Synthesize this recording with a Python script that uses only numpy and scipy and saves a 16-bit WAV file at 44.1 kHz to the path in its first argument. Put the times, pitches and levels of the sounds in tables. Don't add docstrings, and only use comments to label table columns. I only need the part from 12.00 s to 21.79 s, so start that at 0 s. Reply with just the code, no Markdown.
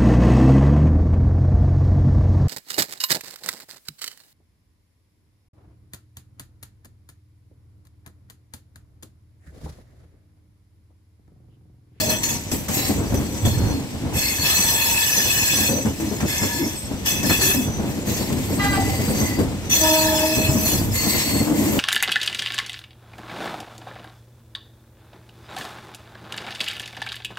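import sys
import numpy as np
from scipy import signal
from scipy.fft import rfft, irfft
from scipy.io import wavfile
from scipy.ndimage import uniform_filter1d

SR = 44100
rng = np.random.default_rng(int(sys.argv[2]) if len(sys.argv) > 2 else 0)


def output_pcm(signal):
    pcm = np.clip(np.atleast_2d(signal).T, -1, 1) * 32767
    wavfile.write(sys.argv[1], SR, np.round(pcm).astype(np.int16))


def linear_from_db(decibels):
    return 10 ** (np.asarray(decibels, float) / 20)


N = 431738
T = np.arange(N) / SR

# [start t/s, length t/s, first level/dB, last level/dB]
SCRAPES = [(-.05, 0.075, -20, -26), (0.084, 0.06, -10, -32.5), (0.216, 0.038, -16, -34),
           (0.272, 0.052, -21, -32.5), (0.48, .02, -29, -37.5), (0.677, 0.07, -52, -27),
           (0.721, 0.16, -31, -30.5), (0.993, 0.57, -44.5, -40.5), (1.13, 0.025, -37, -51),
           (1.445, .03, -18, -33.5), (1.54, 0.18, -46, -40), (2.123, 0.44, -25, -27.5),
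           (2.412, 1.244, -22, -23), (3.748, 0.42, -44, -37.5), (4.249, 0.45, -24.5, -34),
           (4.705, 0.47, -41, -57), (5.046, 0.07, -15.5, -26), (5.21, 0.059, -46, -27),
           (5.278, 0.073, -14.5, -25.5), (5.37, 0.092, -26, -24), (5.55, 0.11, -47.5, -50),
           (5.76, 0.15, -53, -38.5), (6.041, 0.19, -30, -33.5), (6.296, 0.28, -41, -36),
           (6.588, 0.69, -35.5, -33.5), (7.147, 0.087, -31, -36), (7.69, 0.94, -20.5, -29.5),
           (8.624, 0.13, -21, -28), (8.905, 0.48, -28, -28.5), (9.054, 0.073, -21, -27),
           (9.515, .3, -34.5, -32.5)]
# [t/s, peak level/dB, rail clank level/dB re the peak]
FLANGE_STRIKES = [(0.1, -18, -4), (0.231, -12.5, -22), (0.288, -21, -23), (0.514, -17.5, -9),
                  (0.682, -18.5, -1), (1.1403, -23, -10), (1.4506, -19.5, -16), (3.8534, -33.5, 14),
                  (4.0, -30, -6), (4.2009, -23, 6), (4.4294, -24, 9), (5.058, -16, -7), (5.229, -18, -2),
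                  (5.295, -20.5, 10.5), (5.409, -24, 9), (5.5, -22, 4), (6.0694, -47, 0), (7.3894, -25, 4),
                  (7.696, -22, -11)]
# [f/Hz, width f/Hz, level/dB]
NEAR_WHEEL = [(1745, 75, -6), (2590, 90, -2.5), (2940, 36, -11), (3415, 130, -5), (3960, 45, -13),
              (4250, 70, -3.5), (4660, 96, -14), (5170, 110, -4), (6020, 90, 2), (6870, 120, -5),
              (7730, 140, -2), (8540, 100, -11), (9500, 160, -17), (10350, 270, -13), (11130, 170, -9),
              (11960, 140, -5), (12790, 130, -5), (13570, 150, -8), (14400, 500, -11), (15300, 400, -15)]
# [f/Hz, width f/Hz, level/dB]
OTHER_WHEEL = [(2066, 16, 5.5), (2680, 260, -2), (3590, 1400, -6), (3950, 200, -0.5), (4470, 450, -0.5),
               (5370, 61, -6.5), (6240, 150, -4), (6940, 110, -3.5), (8080, 35, 3), (9500, 77, -9),
               (11340, 97, -4.5), (11430, 150, -3.5), (12500, 300, -5), (13300, 500, -2),
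               (14500, 900, -12.5), (15300, 700, -7)]
# [f/Hz, width f/Hz, level/dB]
THIRD_WHEEL = [(1695, 24, -4.5), (2120, 82, 1.5), (2600, 140, -4.5), (3430, 130, -2.5), (4400, 120, 0),
               (5327, 42, -4.5), (6340, 56, -8.5), (7120, 74, -6.5), (8080, 70, -7), (8770, 39, -12),
               (10160, 99, -20), (11420, 73, -10), (12600, 140, -10), (13000, 230, -13)]
# [from t/s, to t/s, share of power]
OTHER_TURNS = [
    (-.1, .06, .5),
    (.69, .95, 1),
    (6.05, 7.55, 1),
    (8.92, 9.9, 1),
]
# [from t/s, to t/s, share of power]
THIRD_TURNS = [
    (2.13, 2.436, 0.59),
    (4.26, 4.948, 0.59),
]
# [from t/s, to t/s, f/Hz, level/dB]
WAVERS = [(0.098, .3, 4250, 4), (.3, .7, 1745, -9), (1.2, 1.6, 3415, 3), (2.202, 2.496, 2590, -2.5),
          (2.296, 2.4, 5327, -14), (2.1, 2.398, 3415, -5), (2.503, 2.8, 1745, -6), (2.6, 2.9, 5170, -3),
          (2.9, 3.1, 3415, -3.5), (2.9, 3.5, 4250, 2), (2.996, 3.196, 2590, -3.5), (3.1, 3.293, 1745, -5),
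          (3.3, 3.397, 7730, -1.5), (3.295, 3.7, 3415, -0.5), (3.597, 3.7, 4250, -4),
          (4.385, 4.49, 1695, 10), (4.493, 4.6, 4400, 6), (4.288, 4.6, 5327, 5), (4.698, 5.0, 8000, 11.5),
          (5.2, 5.4, 7730, -2.5), (5.41, 5.493, 5170, 5), (5.6, 5.8, 6870, 5), (6.203, 7.3, 6940, -7),
          (7.688, 7.9, 1745, -4.5), (7.8, 7.9, 2590, 2.5), (7.9, 8.802, 3415, -3.5), (7.9, 8.0, 4250, -1),
          (7.897, 8.0, 5170, -4), (8.095, 8.2, 6020, -1), (8.1, 8.5, 2590, 1.5), (8.492, 8.8, 2590, -6.5),
          (8.498, 8.698, 1745, -11), (8.5, 8.9, 5170, -5), (8.4, 8.6, 6870, -5)]
# [start t/s, length t/s, level/dB]
SHRILL = [
    (0.486, 0.15, 8.5),
    (1.0, 0.54, 1.5),
    (4.004, 0.45, -1.5),
    (5.388, 0.26, 6),
    (8.552, 0.33, 4.5),
    (9.448, .3, 2.5),
]
# [f/Hz, level/dB per Hz]
FRICTION_HISS = [(590, -43), (1000, 13.5), (1450, -7), (1750, 9), (2280, 5.5), (2590, 1), (3460, -8.5),
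                 (3750, -14), (6040, -19.5), (7880, -13.5), (9280, -29.5), (12400, -22), (16000, -32)]
# [f/Hz, level/dB per Hz]
TRAIN_HISS = [(1200, -0.5), (3500, -6), (9000, -15.5), (15000, -23)]
# [t/s, shake level/dB, floor level/dB]
ROLLING = [(0, -30.5, -3), (.54, -35.5, -3.5), (.98, -31, -2), (1.75, -27.5, -1), (1.9, -32, -6),
           (2.1, -29.5, 1), (2.3, -40, 2.5), (3.45, -39, 3), (3.7, -31.5, -9), (4.7, -36, -4),
           (5.2, -33, 3.5), (5.5, -30, -2), (7.3, -27.5, -7), (7.65, -37, 6), (8.3, -33.5, -5.5),
           (8.8, -30, 3), (9.2, -30, -5), (9.79, -20.5, -22)]
# [f/Hz, level/dB per Hz]
RUMBLE = [(15, -52), (25, 18), (86, 12), (167, -8.5), (209, -1.5), (249, -6), (286, -4), (377, -13),
          (544, -11), (812, -11.5), (933, -10), (1250, -18), (1600, -14), (2080, -23), (3520, -120)]
# [t/s, peak level/dB, bogie f/Hz]
KNOCKS = [(0.126, -17, 108), (0.516, -11.5, 97), (0.894, -4.5, 288), (1.122, -7.5, 155), (1.451, -5, 104),
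          (1.688, -10, 141), (2.05, -21, 129), (3.175, -17, 195), (3.584, -13, 298), (3.691, -12.5, 240),
          (3.85, -5.5, 220), (3.998, -10.5, 324), (4.112, -10, 415), (4.225, -5.5, 213), (4.417, -9.5, 158),
          (4.611, -11.5, 277), (5.232, -8, 139), (5.295, -6, 209), (5.543, -8, 283), (5.794, -15, 201),
          (5.889, -15, 113), (6.302, -10.5, 220), (6.485, -13, 243), (7.078, -7.5, 147), (7.205, -6.5, 225),
          (7.386, -5, 307), (8.366, -9.5, 271), (8.731, -8.5, 99), (9.033, -12, 151), (9.334, -11, 229)]
# [t/s, peak level/dB, f/Hz]
JOLTS = [(0.078, -12.5, 221), (0.311, -22, 223), (0.692, -11.5, 219), (0.768, -10.5, 296),
         (0.998, -12, 313), (1.199, -13, 283), (1.648, -32, 86.1), (1.739, -22, 80.7), (2.121, -13, 266),
         (2.316, -17.5, 237), (2.389, -13.5, 119), (2.429, -13, 157), (2.495, -20, 102), (2.588, -12, 188),
         (2.719, -35, 132), (3.1, -34, 80.7), (3.254, -12.5, 121), (3.359, -21, 140), (3.633, -27, 269),
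         (3.779, -18, 290), (4.573, -25, 277), (4.658, -9, 306), (4.909, -12, 278), (5.387, -11, 81),
         (5.457, -12, 304), (5.676, -17, 114), (5.834, -12, 135), (6.07, -13, 215), (6.103, -30, 94.2),
         (6.209, -9.5, 223), (6.369, -14, 223), (6.581, -12, 222), (6.634, -12, 240), (6.693, -24, 234),
         (6.783, -10, 231), (6.807, -11, 102), (6.875, -10, 255), (6.991, -9, 108), (8.491, -4, 136),
         (8.554, -5.5, 230), (8.689, -10, 310), (8.807, -9, 291), (8.88, -11, 96.8), (9.064, -6.5, 199),
         (9.145, -8, 270), (9.216, -22, 243), (9.354, -12, 280), (9.403, -6.5, 215), (9.47, -5, 306),
         (9.509, -8, 310), (9.615, -19, 280), (9.652, -19, 282), (9.739, -19, 276)]
# [start t/s, length t/s, level/dB]
LULLS = [(1.259, 0.077, -5.5), (1.87, 0.066, -4), (1.974, .03, -5), (2.9, 0.23, -2.5), (4.294, 0.049, -1.5),
         (5.5, .1, -3), (5.777, 0.054, 3), (5.936, 0.12, -3), (6.38, 0.25, -2.5), (1.7, 0.16, -1.5),
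         (5.29, 0.032, -3), (4.2, 0.036, 4), (6.32, 0.05, -2.5), (5.67, 0.015, 4.5), (3.1, 0.076, 1.5),
         (3.92, .06, -2.5), (8.95, .06, 0.5)]
# [from t/s, to t/s, f/Hz, level/dB]
SINGING = [(0, .14, 622, -30.5), (1.5, 1.77, 4300, -41), (2.39, 2.47, 4388, -30), (2.85, 3.01, 920, -35),
           (5.06, 5.18, 3410, -33), (5.07, 5.22, 2600, -34), (5.3, 5.38, 3410, -33), (5.5, 5.62, 2600, -38),
           (8.2, 8.48, 2590, -33), (2.52, 2.59, 2600, -33), (7.8, 8.3, 880, -39), (1.42, 1.68, 97, -21.5),
           (3.22, 3.65, 1654, -42), (3.68, 3.8, 520, -29), (4.38, 4.62, 945, -40), (5.29, 5.34, 1740, -33),
           (5.41, 5.51, 1743, -28.5), (3.68, 3.8, 270, -29), (6.6, 7.4, 4690, -43), (7.2, 7.36, 2000, -37),
           (8.65, 8.75, 4250, -34), (8.95, 9.42, 4370, -33), (9.0, 9.4, 8000, -33), (8.75, 8.92, 100, -25),
           (6.75, 7.1, 100, -28), (9.45, 9.75, 290, -25), (5.53, 5.66, 3410, -40), (.69, .9, 760, -40.5),
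           (.05, .38, 930, -44.5), (6.55, 6.85, 270, -29),
           (2.46, 2.52, 5170, -30), (2.55, 2.72, 6020, -27.5), (2.58, 2.7, 8000, -27),
                (2.18, 2.3, 4380, -32), (6.8, 7.01, 1996, -42), (2.29, 2.33, 2120, -36),
                (2.801, 2.9, 6700, -33), (4.5, 4.6, 1720, -35.5), (1.7, 1.79, 280, -26),
                (4.58, 4.63, 320, -25), (5.06, 5.14, 6300, -36), (3.0, 3.8, 6020, -31.5),
                (8.08, 8.25, 870, -33), (5.07, 5.12, 5150, -34), (5.41, 5.5, 7750, -31),
                (3.36, 3.55, 5150, -32), (2.95, 3.09, 1750, -35), (8.65, 8.72, 6900, -30),
                (9.65, 9.71, 313, -25), (9.5, 9.6, 550, -32.5), (8.52, 8.6, 220, -26.5),
                (.1, .15, 3100, -38), (0.11, .14, 6020, -35), (.235, .26, 6020, -34),
                (.235, .26, 4300, -34), (.285, .31, 6500, -33), (2.64, 2.9, 920, -38),
                (2.47, 2.54, 1250, -40), (5.6, 5.78, 6020, -38), (.76, .85, 4000, -35),
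                (.72, .8, 8010, -37), (7.72, 7.8, 6870, -30), (.1, .16, 3400, -35), (5.55, 5.6, 250, -23),
                (5.4, 5.5, 380, -31), (4.0, 4.05, 300, -27)]
# [start t/s, length t/s, level/dB, upper multiples last t/s]
SQUEAKS = [
    (6.597, 0.066, -27.5, .08),
    (6.73, 0.1, -27, .04),
    (6.886, 0.075, -32.5, .001),
]
# [t/s, f/Hz]
SLIP_RATE = [(6.57, 404), (6.68, 401), (6.75, 392), (7.02, 389)]
# [multiple, level/dB, group: 0 lower, 1 upper]
SQUEAK_ORDERS = [(2, 0, 0), (3, -2, 1), (4, 0, 1), (6, -11, 1), (7, -10, 1), (8, -12, 1)]
# [start t/s, length t/s, level/dB]
BRACKET = [
    (6.594, 0.07, -27.5),
    (6.681, .025, -29.5),
    (6.758, 0.012, -28),
    (6.846, 0.03, -37),
]
# [low pipe level/dB, high pipe level/dB]
HORN_PARTIALS = [(0.5, -28), (2.5, -17), (1, -7), (-14, -19), (-9.5, -26)]
# [level/dB, swell level/dB per s, echo level/dB re the blast]
HORN_VOICE = [(-25.5, -7, 2.5), (-26.5, -3.5, -2), (-22.5, -27, -10)]
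# [f/Hz, likeness 0 to 1]
LIKENESS = [(40, .76), (100, .86), (400, .7), (800, .68), (1500, .5), (3000, .35), (6000, .2), (15000, .12)]
# [f/Hz, level/dB]
TILT = [(60, -1.5), (240, 0.5), (950, 2.5), (3770, 1.5), (15000, 0.5)]
# [f/Hz, phase/radians]
LEAD = [(0, 0), (300, .4), (700, .4), (1400, 1.3), (2600, 2.6), (16000, 22)]


def flange():
    scrape_db = rub_db()
    other, third = wheel_share(OTHER_TURNS), wheel_share(THIRD_TURNS)
    near = np.clip(1 - other - third, 0, 1)
    white = rng.standard_normal((2, N)) * linear_from_db(0.68 * drift(54))
    rings = 0
    for share, modes in [(near, NEAR_WHEEL), (other, OTHER_WHEEL), (third, THIRD_WHEEL)]:
        rings = rings + np.sqrt(share) * wheel_rings(white, modes)

    low_db = -2.5 + 0.36 * (scrape_db + 26.5)
    top_db = -4 + 0.1 * (scrape_db + 33.5) + (other + third)
    top_db = top_db + sum(db * gate(s, s + length, 0.09, 0.056) for s, length, db in SHRILL)
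    ring_db = 11 + .6 * (scrape_db + 28) - 5 * other + 4 * third
    ring_share = 1 / (1 + linear_from_db(-2 * ring_db))
    hiss = rng.standard_normal((2, N)) * linear_from_db(2.0 * drift(28.0))
    bands = [(1100, 4500, low_db), (4500, 9200, 0), (9200, 18000, top_db)]
    scrape = 0
    for ring, (low_hz, high_hz, db) in zip(rings, bands):
        band_hiss = coloured(hiss, FRICTION_HISS, low_hz, high_hz)
        mix = np.sqrt(ring_share) * ring + np.sqrt(1 - ring_share) * band_hiss
        scrape = scrape + linear_from_db(db) * mix

    strikes = sum(linear_from_db(db - 9.0) * gate(s, s + .003, 0.0023, 0.031) for s, db, _ in FLANGE_STRIKES)
    clanks = sum(linear_from_db(db - 13.0 + clank_db) * gate(s, s + 0.008, 0.003, 0.025)
                 for s, db, clank_db in FLANGE_STRIKES)
    far = rng.standard_normal((2, N))
    out = linear_from_db(scrape_db) * scrape + strikes * rms_one(scrape)
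    out = out + clanks * coloured(far, TRAIN_HISS, 300, 2600)
    return out + linear_from_db(-44) * coloured(far[:, ::-1], TRAIN_HISS, 1930, 15000)


def rub_db():
    grip_s, let_go_s, idle_db = 0.052, 0.1, -46.5
    power = linear_from_db(2 * idle_db)
    for start, length, first_db, last_db in SCRAPES:
        span = slice(max(round(start * SR), 0), round((start + length + .5) * SR))
        t = T[span] - start
        shape = np.clip(t / grip_s, 0, 1) * np.exp(-np.clip(t - length, 0, None) / let_go_s)
        rub = np.zeros(N)
        rub[span] = (shape * linear_from_db(np.interp(t, [0, length], [first_db, last_db]))) ** 2
        power = power + rub
    return 10 * np.log10(power)


def wheel_share(turns):
    return np.clip(sum(part * gate(start, end, .02, .02) for start, end, part in turns), 0, 1)


def wheel_rings(white, modes):
    rings = np.zeros((3, 2, N))
    for hz, width_hz, db in modes:
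        group = int(hz > 4500) + int(hz > 9200)
        skirt_hz = 400 + 150 * (hz > 4500) + 600 * (hz > 9200)
        ring = resonate(resonate(white, hz, .85 * width_hz), hz, skirt_hz)
        slow_db = (1.2 + (hz < 8200) * (2 + 2 * (db < -10))) * drift(6)
        quick_db = (1.4 + (hz < 8200)) * drift(30)
        ring *= linear_from_db(db + slow_db + quick_db)
        ring *= linear_from_db(sum(change_db * gate(start, end, .04, .04)
                        for start, end, near_hz, change_db in WAVERS if abs(near_hz - hz) < 140))
        rings[group] += ring
    return np.array([rms_one(ring) for ring in rings])


def rolling():
    pops = (rng.random(N) < 70 / SR) * linear_from_db(3 * np.minimum(rng.exponential(1, N), 3))
    pops = pops * rng.choice([-1, 1], N)
    noise = rng.standard_normal((2, N)) + 3 * resonate(rms_one(pops), 230, 260) / 10
    floor, bogie, rail = [coloured(noise, RUMBLE, low_hz, high_hz)
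                          for low_hz, high_hz in [(53, 150), (150, 450), (450, 1500)]]
    floor_boom = rms_one(resonate(noise, 75.5, 53))
    floor = rms_one(floor + linear_from_db(35) * floor_boom)

    shake_db, floor_db = in_time(ROLLING)
    rail_level = np.hypot(linear_from_db(-7.5 - 34.5 + (shake_db + 28.0)), linear_from_db(-16.5 + rub_db()))
    shudder = sum(linear_from_db(db) * gate(s, s + 0.013, 0.023, 0.045) for s, db, hz in KNOCKS)
    shudder = shudder + sum(linear_from_db(db - 8.0) * gate(s, s + 0.0088, 0.012, 0.013) for s, db, hz in JOLTS)
    lumps = drift(9.0)
    layers = [(floor, linear_from_db(floor_db + shake_db), -25, 1),
              (bogie, linear_from_db(shake_db), -14, 1),
              (rail, rail_level, -34, .5)]
    out = 0
    for part, steady, shudder_db, swing in layers:
        level = np.hypot(steady, linear_from_db(shudder_db) * shudder)
        out = out + level * linear_from_db(swing * (1.8 * lumps + 1.4 * drift(9))) * part
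    out *= linear_from_db(sum(db * gate(s, s + length, 0.017, 0.017) for s, length, db in LULLS))

    rattle = .5 * bogie + 0.22 * rail
    for s, db, hz in KNOCKS + JOLTS:
        span = slice(round(s * SR), round(s * SR) + 6000)
        t = T[span] - s
        blow = (1 - np.exp(-t / 0.00089)) * np.exp(-t / 0.017)
        out[:, span] += linear_from_db(db - 9.5) * blow * (np.sin(2 * np.pi * hz * t) + 0.48 * rattle[:, span])
    return out


def singing():
    out = np.zeros((2, N))
    for start, end, hz, db in SINGING:
        span = slice(round(start * SR), round((end + .3) * SR))
        width_hz = 30 + .012 * hz + 70 * (450 < hz < 600)
        noise = rng.standard_normal((2, len(T[span])))
        tone = resonate(resonate(noise, hz, width_hz), hz, width_hz)
        tone = tone / (uniform_filter1d(tone ** 2, 1500) + 1e-12) ** .3
        out[:, span] += linear_from_db(db) * gate(start, end, .015, .03)[span] * rms_one(tone)
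    return out


def squeak():
    rise_s, fall_s = 0.011, 0.029
    lower = sum(linear_from_db(db) * gate(s, s + length, rise_s, fall_s) for s, length, db, _ in SQUEAKS)
    upper = sum(linear_from_db(db - 2.5) * gate(s - .01, s + upper_s, rise_s, fall_s)
                for s, _, db, upper_s in SQUEAKS[:2])
    bracket = sum(linear_from_db(db) * gate(s, s + length, rise_s, fall_s) for s, length, db in BRACKET)
    levels = lower, upper

    waver = 1 + .004 * drift(25)
    slip_hz, = in_time(SLIP_RATE)
    slips = 2 * np.pi * np.cumsum(slip_hz * waver) / SR
    mode = 2 * np.pi * np.cumsum(1996 * waver) / SR
    paths = []
    for path, start in enumerate(2 * np.pi * rng.random((2, 9))):
        tone = sum(levels[group] * linear_from_db(db - 2.5 + 4.0 * drift(45)) * np.sin(k * slips + start[k])
                   for k, db, group in SQUEAK_ORDERS)
        ring = np.sin(mode - path * np.pi / 2) + 0.2 * np.sin(2 * mode + 2 * path)
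        paths.append(tone + bracket * linear_from_db(3.2 * drift(30)) * ring)
    rasp = linear_from_db(-2.5) * upper * coloured(rng.standard_normal((2, N)), TRAIN_HISS, 900, 6200)
    return 1.54 * np.array(paths) + rasp


def horn():
    pipes_hz = 314.2, 323.3
    opens, shuts = 7.77, 8.27
    speak_s, echo_s, echo_ends_s = .02, .35, 8.66
    levels = []
    for k, (db, swell, echo_db) in enumerate(HORN_VOICE):
        speaks = opens + k * speak_s
        blast = (1 - linear_from_db(echo_db)) * gate(speaks, shuts, .05, .03)
        echo = linear_from_db(echo_db) * gate(speaks, shuts, .05, echo_s)
        levels.append(linear_from_db(db + swell * (np.clip(T, opens, shuts) - opens)) * (blast + echo))

    phase = 2 * np.pi * np.cumsum(1 + .003 * drift(15)) / SR
    paths = []
    for start in 2 * np.pi * rng.random((2, 5, 2)):
        chord = 0
        for k, partial_db in enumerate(HORN_PARTIALS):
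            for pipe, (hz, db) in enumerate(zip(pipes_hz, partial_db)):
                tone = np.sin((k + 1) * hz * phase + start[k][pipe])
                chord = chord + levels[min(k, 2)] * linear_from_db(db + 2.2 * drift(21.0)) * tone
        paths.append(chord)
    return 1.44 * gate(0, echo_ends_s, .01, 0.048) * np.array(paths) * [[1], [.6]]


def rms_one(x):
    return x / np.sqrt(np.mean(x ** 2) + 1e-20)


def in_time(rows):
    s, *columns = np.transpose(rows)
    return [np.interp(T, s, column) for column in columns]


def at_hz(points, hz):
    points_hz, values = np.transpose(points)
    return np.interp(np.log(hz + 1), np.log(points_hz + 1), values)


def drift(rate):
    r = np.exp(-80 * np.pi * rate / SR)
    slow = signal.lfilter([1], [1, -2 * r, r * r], rng.standard_normal(N // 40 + 2002))[2000:]
    return np.interp(np.arange(N) / 40, np.arange(len(slow)), rms_one(slow))


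def resonate(x, hz, width_hz):
    r = np.exp(-np.pi * width_hz / SR)
    feedback = [1, -2 * r * np.cos(2 * np.pi * hz / SR), r * r]
    return signal.lfilter([(1 - r * r) / 2, 0, (r * r - 1) / 2], feedback, x)


def coloured(x, spectrum, low_hz, high_hz):
    hz = np.fft.rfftfreq(N, 1 / SR)
    band = 1 / np.sqrt((1 + (low_hz / (hz + 1)) ** 8) * (1 + (hz / high_hz) ** 8))
    return rms_one(irfft(rfft(x) * linear_from_db(at_hz(spectrum, hz)) * band, N))


def gate(start, end, rise, fall):
    out = np.zeros(N)
    span = slice(max(int(start * SR), 0), int((max(start, end) + rise + 12 * fall) * SR))
    t = T[span]
    out[span] = np.clip((t - start) / rise, 0, 1) * np.exp(-np.clip(t - end, 0, None) / fall)
    return out


def scene():
    direct, scattered = rfft(flange() + rolling() + singing() + squeak() + horn())
    hz = np.fft.rfftfreq(N, 1 / SR)
    alike = at_hz(LIKENESS, hz)
    shared = np.sqrt((1 + alike) / 2) * direct
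    apart = np.sqrt((1 - alike) / 2) * scattered
    lead = np.exp(.5j * np.interp(hz, *np.transpose(LEAD)))
    tilt = linear_from_db(at_hz(TILT, hz) / 2)
    left = (shared + apart) * lead * tilt
    right = (shared - apart) / lead / tilt
    return linear_from_db(1.0) * irfft(np.array([left, right]), N)


def top_cut(x):
    return signal.sosfilt(signal.butter(12, 16760, fs=SR, output="sos"), x)


def record(dry):
    rounded = .8 * np.tanh(dry / .8)
    edge = signal.ellip(14, .5, 100, 15740, fs=SR, output="sos")
    return top_cut(signal.sosfilt(edge, rounded))


dry = scene()
out = record(dry)
output_pcm(out)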